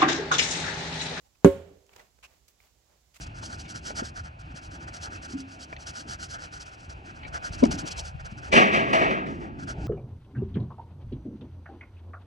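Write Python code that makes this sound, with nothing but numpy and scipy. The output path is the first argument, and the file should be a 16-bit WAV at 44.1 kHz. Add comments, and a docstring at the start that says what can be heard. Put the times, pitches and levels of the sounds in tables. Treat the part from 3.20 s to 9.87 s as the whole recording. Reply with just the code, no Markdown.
"""Quick, uneven puffs of hissing air are heard first, over wind rumble, far machines and a faint whine.
The place is a scrap yard, heard by a phone propped on a wooden-sided truck bed. Boots thud on the bed,
a bin rings and a loud knock cracks on the boards and sets the bed shuddering: each blow excites damped
modes. Then a tossed lump of scrap crashes, bounces and slides down a heap of sheet metal, whose
resonances are driven by dense impacts."""
import sys
import numpy as np
from scipy import signal
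from scipy.fft import rfft, irfft
from scipy.io import wavfile
from scipy.ndimage import uniform_filter1d

SR = 44100
rng = np.random.default_rng(int(sys.argv[2]) if len(sys.argv) > 2 else 0)


def write(x):
    x = np.atleast_2d(x).T
    wavfile.write(sys.argv[1], SR, np.round(np.clip(x, -1, 1) * 32767).astype(np.int16))


N = 294147
T = np.arange(N) / SR
HZ = np.fft.rfftfreq(N, 1 / SR)
OPPOSITE = np.array([[1], [-1]])  # antiphase at the two microphone ports

# low rumble and buffeting: wind, plus the truck bed shuddering after the loud knock (near 4.5 s):
# (time [s], rumble level [dB], buffeting or shudder level [dB])
LOW_NOISE_LEVELS = [(0, -45, -53), (.8, -43.5, -48), (1.08, -43, -58.5), (1.4, -47, -54), (1.86, -45, -50),
                    (2.17, -47, -47.5), (2.4, -51, -57.5), (2.88, -47.5, -52.5), (3.6, -49, -60),
                    (4.12, -46.5, -55.5), (4.39, -44.5, -49.5), (4.48, -36, -34), (4.75, -45, -57.5),
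                    (4.95, -41.5, -73), (5.15, -44.5, -56.5), (5.7, -41, -36), (6.2, -46.5, -39),
                    (6.42, -37.5, -39), (6.67, -37, -38.5)]
# spectra of the three parts of that low noise: (frequency [Hz], relative density [dB])
RUMBLE_SPECTRUM = [(22, -24), (35, -8.5), (50, -3.5), (75, 1), (110, -4.5), (160, -9), (250, -31)]
BUFFET_SPECTRUM = [(80, -33.5), (130, -4.5), (200, -3), (320, -2), (450, -16), (700, -67)]
RUSH_SPECTRUM = [(250, -26), (380, 3), (500, -8), (700, -5), (900, -1.5), (1200, -74)]
# far machines: (frequency [Hz], relative density [dB])
MACHINE_SPECTRUM = [(300, -14), (500, -3.5), (750, 4.5), (1050, -4), (1400, 0), (2000, -10), (2600, -2),
                    (3300, -19.5), (4500, -21.5), (7000, -32.5), (10800, -35.5), (11500, -65)]
# their rise and fall: (time [s], relative level [dB])
MACHINE_LEVELS = [(0, -50), (.9, -53.5), (1.3, -53), (1.9, -50.5), (3, -54), (3.8, -52), (4.2, -49),
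                  (4.45, -43.5), (4.7, -41), (4.9, -51.5), (5.3, -49.5), (6.3, -57.5), (6.67, -49)]
# short bursts of hiss: puffs of air, and two sharp cracks on the loud knock (4.434 and 4.45 s):
# (start [s], length [s], level [dB])
HISS_BURSTS = [(.004, .044, -43), (.062, 0.017, -55), (0.152, 0.053, -51.5), (0.224, 0.054, -44),
               (0.29, 0.068, -48), (0.38, 0.048, -49.5), (0.438, .036, -58.5), (0.482, 0.046, -46.5),
               (0.548, 0.044, -42), (.615, .041, -64), (0.644, 0.074, -41.5), (0.758, 0.055, -42.5),
               (0.839, 0.058, -44.5), (0.95, 0.064, -52.5), (1.042, 0.045, -54), (1.193, .03, -57),
               (1.252, 0.024, -73), (1.305, .025, -64), (1.352, .043, -50.5), (1.422, 0.055, -52),
               (1.513, 0.06, -53), (1.604, .046, -54.5), (1.671, 0.031, -54), (1.73, 0.057, -48.5),
               (1.812, 0.063, -45), (1.911, .067, -50.5), (2.02, 0.045, -48), (2.089, .059, -47),
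               (2.176, 0.045, -46.5), (2.28, 0.09, -57), (2.397, 0.057, -48.5), (2.486, 0.06, -58.5),
               (2.593, 0.053, -52), (2.666, .048, -43.5), (2.74, 0.094, -47.5), (2.88, 0.07, -42.5),
               (2.999, 0.064, -42), (3.094, 0.069, -45.5), (3.199, 0.075, -49.5), (3.325, 0.057, -48),
               (3.401, 0.037, -43), (3.458, 0.042, -52.5), (3.514, 0.043, -57), (3.582, 0.045, -59),
               (3.627, 0.046, -60), (3.694, 0.042, -53.5), (3.85, 0.066, -56.5), (3.949, 0.044, -61),
               (4.066, .036, -60), (4.133, 0.046, -45.5), (4.233, 0.059, -44), (4.324, 0.039, -44.5),
               (4.381, 0.044, -47.5), (4.434, 0.0078, -33), (4.45, 0.0082, -35.5), (4.463, 0.014, -46),
               (4.51, .024, -33.5), (4.533, 0.029, -45), (4.583, 0.037, -38.5), (4.658, 0.035, -37),
               (4.706, 0.026, -37.5), (4.771, 0.043, -37), (4.832, 0.071, -49), (4.995, .022, -57.5),
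               (5.049, .027, -50.5), (5.099, .033, -60.5), (5.171, 0.032, -55.5), (5.228, 0.071, -54.5),
               (6.07, 0.1, -61), (6.199, 0.081, -62.5), (6.393, 0.056, -55), (6.479, 0.053, -47),
               (6.605, 0.18, -57.5)]
# upper and lower parts of the hiss: (frequency [Hz], relative density [dB])
HISS_TREBLE_SPECTRUM = [(2000, -53), (2800, -1.5), (3600, -8), (4500, 1.5), (6000, 0.5), (7300, -7),
                        (8200, -5), (10800, -17.5), (11500, -23), (12300, -74), (13500, -21), (15800, -16)]
HISS_BODY_SPECTRUM = [(150, -11), (350, -18), (700, -2), (1050, -12), (1400, 6.5), (1750, -6), (2200, -13),
                      (2800, -21), (3600, -24)]
# blows on the bed: (time [s], peak [dB], pitch [Hz], contact [s], pan left [dB], hardness [dB/octave])
BED_BLOWS = [(0.546, -31.5, 115, 0.016, -3, 0.5), (0.815, -22, 237, 0.01, -1, 3),
             (1.335, -32.5, 125, 0.011, 3, -2), (2.694, -45, 150, 0.014, 0, -9),
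             (4.299, -28, 90, 0.012, -3, -3.5), (4.42, -4.5, 254, 0.019, 4.5, 2.2),
             (4.432, -2, 258, 0.01, 1, 6.5), (4.448, -17, 221, 0.017, -2.5, -2.5),
             (4.616, -27.5, 164, 0.031, 4, 3.5), (4.938, -28.5, 122, 0.015, 5.5, -15),
             (5.113, -32, 199, 0.015, 3.5, -17)]
# modes of a board: (frequency / pitch [ratio], level [dB], T60 [s])
BOARD_MODES = [(.58, -16, 0.13), (0.999, 4.5, 0.034), (1.5, -5, 0.056), (1.83, 0, 0.031), (2.2, -5, 0.038),
               (2.6, -18.5, 0.065), (3.78, -15.5, 0.046)]
# modes of the bin and of a small piece of scrap: (frequency [Hz], level [dB], T60 [s])
BIN_MODES = [(267.9, 0.5, 0.48), (258.5, -1.5, 0.19), (294.4, -2, 0.14), (189, -12, 0.25)]
PIECE_MODES = [(667, 5.5, 0.028), (842, 6, 0.021), (1176, -0.5, 0.019), (1520, -22, 0.011),
               (1850, -0.5, 0.015), (2312, 2, 0.036), (2640, -6, 0.033), (3530, -2, 0.011), (4530, 0, .008),
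               (6000, -5, .007), (7700, -11, 0.0052)]
# small pieces scraping: (time [s], peak [dB], pan left [dB], grit decay [s], excitation centre [Hz])
SCRAP_TICKS = [(.227, -36.5, 11, 0.0066, 900), (.45, -41, 0, 0.036, 2400), (.704, -28, 0, 0.0073, 1040),
               (.774, -48, 1, 0.0092, 800), (1.95, -39.5, -1, 0.042, 2300), (2.527, -25, -1, 0.0027, 1280),
               (2.564, -33, -2, 0.0042, 2600), (4.031, -34, 1, 0.011, 2230), (4.047, -29, 0.5, 0.017, 1720),
               (4.437, -24.5, -5, 0.0043, 3820), (4.454, -30, 15, 0.0037, 1300),
               (4.513, -25.5, 6, .008, 1130), (4.68, -40.5, 10, 0.0048, 1290),
               (4.781, -32.5, 8, 0.036, 900), (5.341, -2.5, -1.5, 0.0014, 1080),
               (5.373, -26, -1, 0.0035, 700), (5.73, -25, -4, 0.012, 1970)]
# broad response of the heap: (frequency [Hz], gain [dB])
HEAP_SPECTRUM = [(90, -11.5), (200, 6), (600, -2.5), (1200, -4), (1600, -5), (2300, 1.5), (3200, -13),
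                 (4500, -18.5), (6000, -23), (8000, -29), (10800, -35), (11500, -44), (13500, -48),
                 (15800, -70)]
# resonances of its sheets: (frequency [Hz], bandwidth [Hz], gain [dB])
SHEET_RESONANCES = [(235, 40, -26), (399.5, 21, 2), (557, 30, -2.5), (651, 9.9, 13), (697, 14, 3),
                    (747, 25, 2.5), (886, 38, -4.5), (1140, 29, 6.5), (1258, 34, 7.5), (1620, 34, 5.5),
                    (1906, 24, 0.5), (2016, 32, -2.5), (2080, 22, -22), (2320, 69, -1), (2270, 18, -7),
                    (2480, 28, -11), (2606, 5.5, 11.5), (2510, 11, 5), (2745, 17, 2.5), (3140, 17, -3),
                    (4750, 30, 5), (5710, 160, 5.5), (6170, 37, 9)]
# impacts and slides: (start [s], rise [s], base level [dB], treble offset [dB], bass offset [dB])
FALLS = [(5.29, 0.024, -58.5, -8, 20), (5.312, 0.019, -24, -3.5, -4.5), (5.329, 0.04, -18.5, -11.5, 0.5),
         (5.498, 0.05, -25, -12, -2), (5.64, 0.064, -36, -14, 7.5), (5.727, .006, -24, -10, -16),
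         (5.779, 0.043, -26, -18.5, -1), (5.869, 0.042, -31.5, -18, 1.5), (6.054, 0.01, -44, -12, 8),
         (6.19, 0.029, -47, -21, 1)]
# right port relative to left, for sound from nearby and from the heap:
# (frequency [Hz], phase lead [rad], coherence [0-1], gain [dB])
NEAR_PORTS = [(0, -1.5, 1, -4), (288, 0.34, 0.88, 1), (556, 2.5, 0.02, -5), (840, 3, 0.76, 0),
              (1247, 3, 0.97, 1), (1586, 4, 0.93, 0.5), (2040, 3.5, 0.6, -0.5), (2710, 6, 0.1, -0.5),
              (3430, 7, 0.55, 7), (3490, 7.5, 0.4, -2.5), (4020, 6, 0.93, 0.5), (6320, 7, 1, 0.5),
              (9020, 4, 1, -1), (11000, 4, 0.8, 0), (12000, np.pi, 1, 0)]
HEAP_PORTS = [(0, 0.5, 1, 8.5), (250, 0.84, 0.49, 1.5), (583, 1.68, 0.84, -2), (914, 2.5, 1, -1),
              (1150, 2.92, .995, 0), (1400, np.pi, 1, 0), (1500, np.pi, 1, 0), (1930, 4.5, 0.93, 0),
              (2250, 6.5, 0.53, -4.5), (2960, 6.5, 0.88, 2.5), (3500, 7, 0.56, -2.5), (4570, 7.5, 0.22, 0),
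              (5520, 6, 0.87, -0.5), (6940, 8, .98, 0), (8800, 5.5, 0.4, 0.5), (10800, 4, .8, 0),
              (11600, np.pi, 1, 0)]
# edge below which both channels carry the same bass: (time [s], frequency [Hz])
SHARED_BASS_EDGE = [(0, 160), (2.0, 238), (3.0, 238), (4.0, 91.5), (4.1, 25), (6.42, 25), (6.5, 226),
                    (6.67, 535)]


def undb(db):
    """Amplitude ratio of a level in decibels."""
    return 10 ** (np.asarray(db) / 20)


def unit(x):
    """Normalisation to rms 1."""
    return x / np.sqrt(np.mean(x ** 2))


def colour(x, spectrum):
    """Spectral shaping: x filtered by (frequency [Hz], gain [dB]) points, at rms 1."""
    hz, db = np.transpose(spectrum)
    gain = undb(np.interp(np.log(HZ + 1), np.log(hz), db, -120, -120))
    return unit(irfft(rfft(x) * gain, N))


def butter(order, hz, kind):
    """Maximally flat filter, as second-order sections."""
    return signal.butter(order, hz, kind, fs=SR, output="sos")


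def curves(table):
    """Linear interpolation of a time table's columns at every sample."""
    times, *columns = np.transpose(table)
    return [np.interp(T, times, column) for column in columns]


def waver(rate_hz):
    """Random modulation: held values smoothed twice, with a spread near 1."""
    hold = int(SR / rate_hz)
    steps = np.repeat(rng.standard_normal(N // hold + 1), hold)
    return 1.45 * uniform_filter1d(uniform_filter1d(steps, hold), hold)[:N]


def noise():
    """Two uncorrelated white noises: what the ports share, and what they do not."""
    return rng.standard_normal((2, N))


def ports(pair, response):
    """Partial coherence: the right port hears row 0 blended with row 1 and shifted in phase."""
    hz, lead, coherence, db = np.transpose(response)
    coherence = np.interp(HZ, hz, coherence)
    shared, own = rfft(pair)
    blend = coherence * shared + np.sqrt(1 - coherence ** 2) * own
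    transfer = undb(np.interp(HZ, hz, db)) * np.exp(1j * np.interp(HZ, hz, lead))
    return irfft(blend * transfer, N)


def wind_and_shudder(antiphase_db=-11.5, usual_buffet_db=-50):
    """Modulated low noise from wind and the shuddering bed: rumble with a higher rush, and buffeting."""
    rumble_db, buffet_db = curves(LOW_NOISE_LEVELS)
    common, unlike = colour(noise(), RUMBLE_SPECTRUM)
    rumble = undb(rumble_db + 2.57 * waver(15)) * (common + undb(antiphase_db) * unlike * OPPOSITE)
    rush_db = -64 + 0.75 * (buffet_db - usual_buffet_db)
    rush = undb(rush_db + 5.7 * waver(14)) * colour(noise()[0], RUSH_SPECTRUM)
    buffet = undb(buffet_db + 2.8 * waver(15)) * colour(noise(), BUFFET_SPECTRUM)
    return rumble + rush, buffet


def whine(pitch_hz=11184, waver_hz=7, level_db=-86):
    """Slow frequency modulation makes a thin tone waver."""
    phase = 2 * np.pi * np.cumsum(pitch_hz + waver_hz * waver(3)) / SR
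    return undb(level_db) * np.sin(phase) * OPPOSITE


def far_machines():
    """Incoherent sources merge into a wash whose bass, middle and top waver independently."""
    wash = colour(noise(), MACHINE_SPECTRUM)
    low = signal.sosfiltfilt(butter(3, 1000, "low"), wash)
    high = signal.sosfiltfilt(butter(3, 2000, "high"), wash)
    wavering = sum(undb(1.7 * waver(25)) * band for band in (low, high, wash - low - high))
    return undb(curves(MACHINE_LEVELS)[0] + 1.5) * wavering


def hiss_bursts(rise_power=3.06, fall_power=2.9, sag_db=1.0, flicker_db=2.0, grain_db=1.0):
    """Amplitude-modulated noise: fluttering, sagging puffs of air and the knock's two sharp cracks."""
    power = 0
    for start, length, db in HISS_BURSTS:
        place = np.clip((T - start - length / 2) / (length / 2), -4, 4)  # -1 at the start, 1 at the end
        window = np.exp(-np.abs(place) ** np.where(place < 0, rise_power, fall_power))
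        power = power + (undb(db - sag_db * place) * window) ** 2
    treble = np.sqrt(power) * undb(flicker_db * waver(90) + grain_db * waver(700))
    # the lower part of the hiss swells less and more slowly than the treble
    smooth_power = np.abs(uniform_filter1d(treble ** 2, int(0.0065 * SR)))
    body = (smooth_power / undb(-46) ** 2) ** 0.3 * undb(-41.8 + 3.1 * waver(24.7))
    return treble * colour(noise(), HISS_TREBLE_SPECTRUM) + body * colour(noise(), HISS_BODY_SPECTRUM)


def strike(at_s, peak_db, modes, contact_s, pan_db=0, grit_s=0):
    """Modal superposition: modes swell during contact, then decay. Axes are (port, row, sample)."""
    hz, mode_db, t60 = np.transpose(modes)[:, :, None]
    t = np.arange(int(.6 * SR)) / SR
    swell = np.sin(np.pi / 2 * np.clip(t / contact_s, 0, 1)) ** 2
    fade = undb(mode_db - 60 * np.clip(t - contact_s, 0, None) / t60)
    phase = 2 * np.pi * hz * t
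    ring = swell * np.sum(fade * np.array([np.sin(phase), np.cos(phase)]), axis=1)  # rows in quadrature
    if grit_s:  # a scrape drives the modes with a burst of spiky noise
        spikes = rng.standard_normal((2, 2048)) ** 2 * rng.standard_normal((2, 2048))
        ring = signal.fftconvolve(ring, spikes * np.exp(-t[:2048] / grit_s), axes=1)
    ring *= undb(peak_db) / np.abs(ring).max(axis=1, keepdims=True)
    placed = np.pad(ring, ((0, 0), (int(at_s * SR), N)))[:, :N]
    return np.array([placed * undb(pan_db / 2), placed * undb(-pan_db / 2)])


def bed_blows():
    """Boots and knocks excite the damped modes of the boards; harder blows favour the upper modes."""
    out = 0
    for at_s, peak_db, pitch_hz, contact_s, pan_db, hardness in BED_BLOWS:
        modes = [(ratio * pitch_hz, db + hardness * np.log2(ratio), t60) for ratio, db, t60 in BOARD_MODES]
        out += strike(at_s, peak_db, modes, contact_s, pan_db)
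    return out


def bin_ring():
    """The struck bin vibrates freely, and its closely spaced modes beat."""
    return strike(at_s=2.13, peak_db=-25, modes=BIN_MODES, contact_s=0.02)


def scrap_ticks(octave_off_db=9.0, detune=0.067):
    """Friction rings small pieces of scrap; modes far from the excitation centre are driven less."""
    out = 0
    for at_s, peak_db, pan_db, grit_s, centre_hz in SCRAP_TICKS:
        tunings = 1 + detune * rng.standard_normal(len(PIECE_MODES))
        modes = [(hz * tuning, db - octave_off_db * np.log2(hz / centre_hz) ** 2, t60)
                 for (hz, db, t60), tuning in zip(PIECE_MODES, tunings)]
        out += strike(at_s, peak_db, modes, contact_s=.0008, pan_db=pan_db, grit_s=grit_s)
    return out


def heap_envelope(peak_db, t60_s):
    """Energy summation: each fall swells to its peak and decays exponentially; the powers add."""
    start, rise = np.transpose(FALLS)[:2, :, None]
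    swell = np.clip((T - start) / rise, 0, 1) ** 2
    fade = undb(peak_db[:, None] - 60 * np.clip(T - start - rise, 0, None) / t60_s)
    return np.sqrt(np.sum((swell * fade) ** 2, axis=0))


def scrap_crash(hits_per_s=2200, scatter_db=3.0, rattle_s=0.023, mid_boost_db=7, settle_db_per_s=7.5):
    """Forced vibration: dense uneven impacts, each with a short rattle, ring the sheets of the heap."""
    hits = (rng.random(N) < hits_per_s / SR) * undb(scatter_db * rng.exponential(size=N))
    rattle_power = signal.lfilter([1], [1, -np.exp(-1 / (rattle_s * SR))], hits ** 2)
    # the heap takes up energy at an even pace, however the single impacts fall
    rattle_power /= np.abs(uniform_filter1d(rattle_power, int(0.07 * SR))) + 1e-9
    force = rfft(noise() * np.sqrt(rattle_power))
    sheets = sum(undb(db) / (1 + 2j * (HZ - hz) / width) for hz, width, db in SHEET_RESONANCES)
    heap = colour(irfft(force * (1 + sheets), N), HEAP_SPECTRUM)
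    bass = unit(signal.sosfilt(butter(3, 470, "low"), heap))
    body = unit(signal.sosfilt(butter(3, (470, 1650), "band"), heap))
    clatter = unit(signal.sosfilt(butter(3, (1650, 3500), "band"), heap))
    treble = unit(signal.sosfilt(butter(4, 3500, "high"), heap))
    start, _, base_db, treble_db, bass_db = np.transpose(FALLS)
    thinning_db = settle_db_per_s * (start - start[0])  # the clatter thins as the scrap settles
    return (bass * heap_envelope(base_db + bass_db, t60_s=0.56)
            + body * heap_envelope(base_db + mid_boost_db, t60_s=0.62)
            + clatter * heap_envelope(base_db + mid_boost_db - thinning_db, t60_s=0.56)
            + treble * heap_envelope(base_db + treble_db, t60_s=0.35))


def scene():
    """Superposition at two ports: nearby sound and the heap take separate paths; rumble and whine add."""
    rumble, buffet = wind_and_shudder()
    background = rumble + whine()
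    near_left, near_right = hiss_bursts() + buffet + far_machines() + bed_blows() + bin_ring()
    heap_left, heap_right = scrap_crash() + scrap_ticks()
    left = near_left[0] + heap_left[0]
    right = ports(near_right, NEAR_PORTS) + ports(heap_right, HEAP_PORTS)
    return background + np.array([left, right])


def record(dry, ceiling=0.98, top_hz=15850):
    """Mid-side filtering makes the phone's bass mono; saturation rounds peaks; a low-pass cuts the top."""
    mid, side = (dry[0] + dry[1]) / 2, (dry[0] - dry[1]) / 2
    hz, times, frames = signal.stft(side, SR, nperseg=2048)
    edge_hz = np.interp(times, *np.transpose(SHARED_BASS_EDGE))
    high_pass = 1 / (1 + (edge_hz / (hz[:, None] + 1)) ** 8)
    side = signal.istft(frames * high_pass, SR, nperseg=2048)[1][:N]
    rounded = ceiling * np.tanh(np.array([mid + side, mid - side]) / ceiling)
    return signal.sosfilt(signal.ellip(8, .2, 70, top_hz, fs=SR, output="sos"), rounded)


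dry = scene()
out = record(dry)
write(out)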